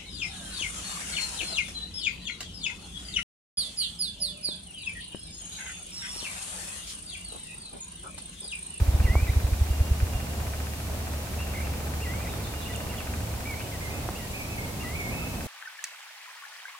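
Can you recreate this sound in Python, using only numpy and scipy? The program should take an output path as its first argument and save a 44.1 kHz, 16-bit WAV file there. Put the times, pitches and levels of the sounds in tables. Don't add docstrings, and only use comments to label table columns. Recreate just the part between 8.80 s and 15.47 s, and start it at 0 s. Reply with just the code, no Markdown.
import sys
import numpy as np
from scipy import signal
from scipy.fft import rfft, irfft
from scipy.io import wavfile
from scipy.ndimage import uniform_filter1d

SR = 44100
rng = np.random.default_rng(int(sys.argv[2]) if len(sys.argv) > 2 else 0)


def master_out(mix):
    frames = np.transpose(np.atleast_2d(mix))
    ceiling = np.clip(frames, -1, 1)
    pcm = np.round(ceiling * 32767).astype(np.int16)
    wavfile.write(sys.argv[1], SR, pcm)


N = 294147
T = np.arange(N) / SR
FREQS = np.arange(N // 2 + 1) * SR / N


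def undb(db):
    return 10 ** (np.asarray(db) / 20)


def curve(rows):
    return np.interp(T, *np.transpose(rows))


def walk(rate):
    hold = int(SR / rate)
    steps = np.repeat(rng.standard_normal(N // hold + 1), hold)
    return np.sqrt(2) * uniform_filter1d(uniform_filter1d(steps, hold), hold)[:N]


def filtered(x, gain):
    return irfft(rfft(x) * gain, N)


def noise(hz, db):
    gain = undb(np.interp(np.log(FREQS + 1), np.log(hz), db)) * np.minimum(FREQS / hz[0], 1) ** 2
    return filtered(rng.standard_normal(N), gain) * np.sqrt(SR / 2)


def ports(z, pan_db, lead):
    tilt = undb(pan_db / 2) * np.exp(.5j * lead)
    return np.array([(z * tilt).real, (z / tilt).real])


def trees(x, t60, channels=2):
    t = T[:SR * 2]
    envelope = np.exp(-np.log(1000) * t / t60) * (1 - np.exp(-t / .0089))
    tail = rng.standard_normal((channels, len(t))) * envelope
    tail /= np.sqrt(np.sum(tail ** 2, axis=1, keepdims=True))
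    return signal.fftconvolve(x[None], tail, axes=1)[:, :N]


def puffs(rows):
    out = np.zeros(N)
    for s, hz, db, cycles in rows:
        near = np.abs(T - s) < 4 / hz
        turn = (T[near] - s) * hz
        out[near] += undb(db) * np.cos(2 * np.pi * turn) * np.exp(-.5 * (turn / cycles) ** 2)
    return out


def syrinx(notes, waver, flutter_db):
    hz, gain = np.full(N, float(notes[0][0][1])), np.zeros(N)
    for note in notes:
        s, pitch, db = np.transpose(note)
        s = np.maximum.accumulate(s)
        start, end = (s[[0, -1]] * SR).astype(int)
        hz[start:end] = np.interp(T[start:end], s, pitch)
        hz[end:] = pitch[-1]
        gain[start:end] = np.sqrt(2) * undb(np.interp(T[start:end], s, db))
    hz = uniform_filter1d(hz, size=260) * (1 + waver * walk(180))
    gain = uniform_filter1d(uniform_filter1d(gain, size=180), size=180) * undb(flutter_db * walk(70))
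    return gain * np.exp(2j * np.pi * np.cumsum(hz) / SR)


def bend(s, length, start_hz, middle_hz, end_hz, db, burr_depth_hz=0, burr_rate_hz=51, edge_db=-4.5):
    u = np.linspace(-1, 1, 60)
    t = length * (u + 1) / 2
    arc = middle_hz + (end_hz - start_hz) / 2 * u + ((start_hz + end_hz) / 2 - middle_hz) * u ** 2
    burr = burr_depth_hz * np.cos(2 * np.pi * burr_rate_hz * t)
    return np.column_stack([s + t, arc + burr, db + edge_db * u ** 2])


def thin_run(s, length, db, every_s=.147, note_s=.08, arch_hz=45):
    first_hz, sag_hz_per_s, fade_db_per_s = 2825, 40, 8
    notes = []
    for t in np.arange(0, length, every_s):
        hz = first_hz - sag_hz_per_s * t
        notes.append(bend(s + t, note_s, hz - arch_hz, hz, hz - arch_hz, db - fade_db_per_s * t))
    return notes


def chirp(s, start_hz, end_hz, length, db):
    middle_hz = (start_hz + end_hz) / 2
    return [(s, start_hz, db - 5), (s + length / 2, middle_hz, db), (s + length, end_hz, db - 6.5)]


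def held(s, length, start_hz, held_hz, db, slide_s=.013, fade_db_per_s=30):
    t = np.linspace(0, length, 20)
    hz = held_hz + (start_hz - held_hz) * np.exp(-t / slide_s)
    return np.column_stack([s + t, hz, db - fade_db_per_s * t])


def slur(s, length, end_hz, head_db, scoop_db):
    head_hz, head_s, rise_hz, swell_db = 2850, .028, 300, 9
    break_hz, break_s, dip_db = 2480, .011, 9
    scoop_hz, rest_s, fade_db_per_s = 1922, .04, 42
    ahead = np.linspace(1, 0, 10)
    arch = ahead ** 2
    head = np.column_stack([s - head_s * ahead, head_hz - rise_hz * arch, head_db - swell_db * arch])
    t = np.linspace(0, length, 61)[1:]
    drop = np.exp(-t / break_s)
    glide = np.maximum(t - rest_s, 0) / max(length - rest_s, break_s)
    hz = scoop_hz + (break_hz - scoop_hz) * drop + (end_hz - scoop_hz) * glide
    scoop = np.column_stack([s + t, hz, scoop_db - dip_db * drop - fade_db_per_s * t])
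    return np.vstack([head, scoop])


def air():
    # frequency in Hz, density per Hz in dB common to both sides, and differing.
    spectrum = [(20, -71, -85.5), (42.2, -59.5, -79), (106.7, -55.5, -73.5), (130.5, -61, -77),
                (230, -65, -76.5), (339, -70.5, -79), (700, -71, -75.5), (1060, -77.5, -80),
                (1640, -83, -84), (2400, -82.5, -81.5), (3320, -85.5, -84.5), (8000, -86.5, -86.5),
                (12500, -88, -88.5), (15500, -90.5, -90.2)]
    # time in seconds, gain in dB.
    swell = [(0, .5), (1.2, -1), (3.2, .5), (5.6, -1), (6.3, .5)]
    # time in seconds, gain in dB.
    rumble_swell = [(0, 1.5), (3, -.5), (5.2, 0), (6.67, 2.5)]
    hz, common_db, differing_db = np.transpose(spectrum)
    side = np.array([[1], [-1]])
    bed = noise(hz, common_db) + side * noise(hz, differing_db)
    murmur = filtered(bed, 1 / (1 + (FREQS / 1800) ** 4))
    hiss = bed - murmur
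    rumble = filtered(murmur, np.exp(-((FREQS - 210) / 100) ** 2))
    murmur = murmur + rumble * (undb(curve(rumble_swell)) - 1)
    return hiss + murmur * undb(curve(swell) + .87 * walk(10) - .5 * side)


def hum(hz=73.27):
    # time in seconds, relative level in dB.
    levels = [(1.45, -30), (2.7, -34), (3.38, -32.5), (3.55, -43), (4.15, -43), (4.3, -38), (4.8, -37),
              (5.2, -42), (6.3, -46), (6.67, -39)]
    gain = np.sqrt(2) * undb(curve(levels) - 2 + 1.2 * walk(9))
    return ports(gain * np.exp(2j * np.pi * hz * T), pan_db=.2, lead=0)


def camera(tick_hz=14.985):
    # seconds into the cycle, contact in seconds, relative dB.
    taps = [(.0006, .00004, 2.5), (.0045, .00011, 0.5), (.0085, 0.00011, 3.5)]
    # pitch in Hz, t60 in seconds, relative dB, port phase lead in radians.
    modes = [(1230, 0.0036, 0.5, 1.67), (1597, 0.011, -1, 0.57), (1855, 0.018, 4, 2.6),
             (2400, 0.015, 2.5, .2)]
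    # time in seconds, relative level in dB.
    levels = [(0, -43), (4.9, -43.5), (5.3, -54), (6.1, -54), (6.3, -47), (6.67, -44)]
    since = (T * tick_hz % 1) / tick_hz
    force = sum(undb(db) / contact * np.exp(-.5 * ((since - s) / contact) ** 2)
                for s, contact, db in taps)
    force *= undb(2.8 * walk(17))
    t = T[:SR // 10]
    ring = np.zeros((2, len(t)))
    for hz, t60, db, lead in modes:
        mode = undb(db) / np.sqrt(t60) * np.exp((2j * np.pi * hz - np.log(1000) / t60) * t)
        ring += ports(mode, pan_db=.5, lead=lead)
    ticks = signal.fftconvolve(force[None], ring, axes=1)[:, :N]
    casing = signal.butter(4, [1050, 2700], "bandpass", fs=SR, output="sos")
    ticks = signal.sosfilt(casing, ticks)
    return ticks / ticks.std() * undb(curve(levels) - 7.5)


def pops():
    # time in seconds, pitch in Hz, peak in dB, width in cycles.
    pulses = [(.3551, 640, -12, 0.26), (2.099, 700, -30, 0.71), (3.9613, 8300, -21, 0.73),
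              (5.2897, 700, -14.5, 0.16)]
    return ports(puffs(pulses), pan_db=-1, lead=0)


def far_birds():
    # start and length of a run in seconds, relative dB.
    runs = [(.865, 1.5, -48), (3.715, .1, -46)]
    # start in seconds, start and end Hz, length in seconds, relative dB.
    falls = [(.12, 3600, 3200, .04, -52), (0.472, 4000, 3590, 0.03, -50), (.615, 4000, 3465, 0.043, -52.5),
             (0.776, 4100, 3300, 0.044, -49), (3.484, 3800, 3545, .03, -48),
             (3.635, 4150, 3356, .04, -44.5), (3.80, 4000, 3330, .035, -45.5),
             (3.925, 3900, 3600, .02, -47), (3.948, 3090, 2600, 0.019, -37), (4.165, 3600, 2100, .06, -46)]
    # start and length in seconds, relative level in dB.
    calls = [(4.27, 0.074, -52), (6.02, 0.14, -53), (6.388, 0.057, -46)]
    hoarse_hz = 1310
    thin = syrinx([note for row in runs for note in thin_run(*row)], waver=.012, flutter_db=3.5)
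    chirps = syrinx([chirp(*row) for row in falls], waver=.04, flutter_db=3.5)
    hoarse_notes = [bend(s, length, hoarse_hz, hoarse_hz, hoarse_hz, db) for s, length, db in calls]
    hoarse = syrinx(hoarse_notes, waver=.053, flutter_db=3.5)
    direct = (undb(-4.5) * ports(thin, pan_db=-8, lead=1.9)
              + undb(-4) * ports(chirps, pan_db=-5, lead=.72)
              + undb(-3.5) * ports(hoarse, pan_db=-1, lead=.41))
    scattered = filtered(chirps.real, undb(np.interp(FREQS, [3100, 3750], [-6, 2.5])))
    return direct + undb(-7) * trees((thin + hoarse).real, t60=.92) + trees(scattered, t60=.41)


def whistler():
    # start and length in seconds, start and held pitch in Hz, relative level in dB.
    whistles = [(5.01, .08, 2040, 2090, -44), (5.102, .11, 2350, 2540, -44), (5.535, .05, 2150, 2580, -37),
                (5.59, .07, 2330, 2320, -45.5), (5.685, .09, 2540, 2562, -46.5),
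                (5.778, .115, 2140, 2156, -40), (6.15, .04, 2200, 2580, -36.5),
                (6.19, .12, 2330, 2170, -35), (6.31, .17, 2200, 2612, -37)]
    voice = syrinx([held(*row) for row in whistles], waver=.011, flutter_db=3)
    return undb(-1) * ports(voice, pan_db=-3, lead=-2.65) + undb(-6) * trees(voice.real, t60=1.02)


def songbird():
    # time of the break and length after it in seconds, pitch glided toward in Hz,
    # relative levels of head and scoop in dB.
    slurs = [(.251, 0.2, 2596, -42, -35.5), (3.238, .197, 2490, -39, -39.5), (3.878, .047, 1947, -39, -44),
             (4.113, .042, 1900, -43, -45), (5.378, 0.084, 1850, -40, -46), (6.024, .176, 2340, -40, -40.5)]
    # start and length in seconds, start, middle and end pitch in Hz,
    # relative level in dB, depth of the burr in Hz.
    bends = [(.46, .05, 2480, 2000, 2450, -38, 0), (2.587, .05, 2560, 2820, 2650, -42, 80),
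             (2.738, .088, 2270, 2100, 2300, -42, 130), (2.835, .025, 2450, 2680, 2740, -44, 0),
             (3.443, 0.057, 2384, 1990, 2850, -44, 0), (4.655, .092, 2296, 2280, 2070, -36, 25),
             (4.76, 0.066, 2280, 2440, 3000, -46, 70), (4.92, .048, 2120, 2000, 1850, -43, 0)]
    notes = [slur(*row) for row in slurs] + [bend(*row) for row in bends]
    notes.sort(key=lambda note: note[0][0])
    voice = syrinx(notes, waver=.00904, flutter_db=2)
    scattered = filtered(voice.real, undb(np.interp(FREQS, [2000, 2400, 2850], [-11, -7, 0])))
    return undb(-1.5) * ports(voice, pan_db=-1.5, lead=.46) + trees(scattered, t60=.84)


def grouse(shove_hz=66, crest_hz=105):
    # time in seconds, relative peak in dB.
    strokes = [(0.0223, -9.5), (0.0905, -9), (0.152, -11.5), (0.2073, -10.5), (0.254, -8.5), (0.3075, -9.5),
               (0.3664, -11.5), (0.4315, -11), (0.5, -11.5), (0.5732, -11), (0.6505, -11.5),
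               (0.7306, -10.5), (0.819, -11), (0.911, -13.5), (1.012, -11), (1.1185, -12), (1.233, -11),
               (1.3586, -15)]
    shove = puffs([(s, shove_hz, db - 1.5, .46) for s, db in strokes])
    crest = puffs([(s, crest_hz, db - 18, .6) for s, db in strokes])
    rumble = undb(-23) * trees(shove, t60=1, channels=1)[0]
    return ports(signal.hilbert(shove + crest + rumble), pan_db=-.8, lead=.16)


def scene():
    return grouse() + songbird() + whistler() + far_birds() + hum() + air() + camera() + pops()


def record(dry):
    top_hz = 15800
    return signal.sosfilt(signal.ellip(12, .1, 80, top_hz, fs=SR, output="sos"), dry)


dry = scene()
out = record(dry)
master_out(out)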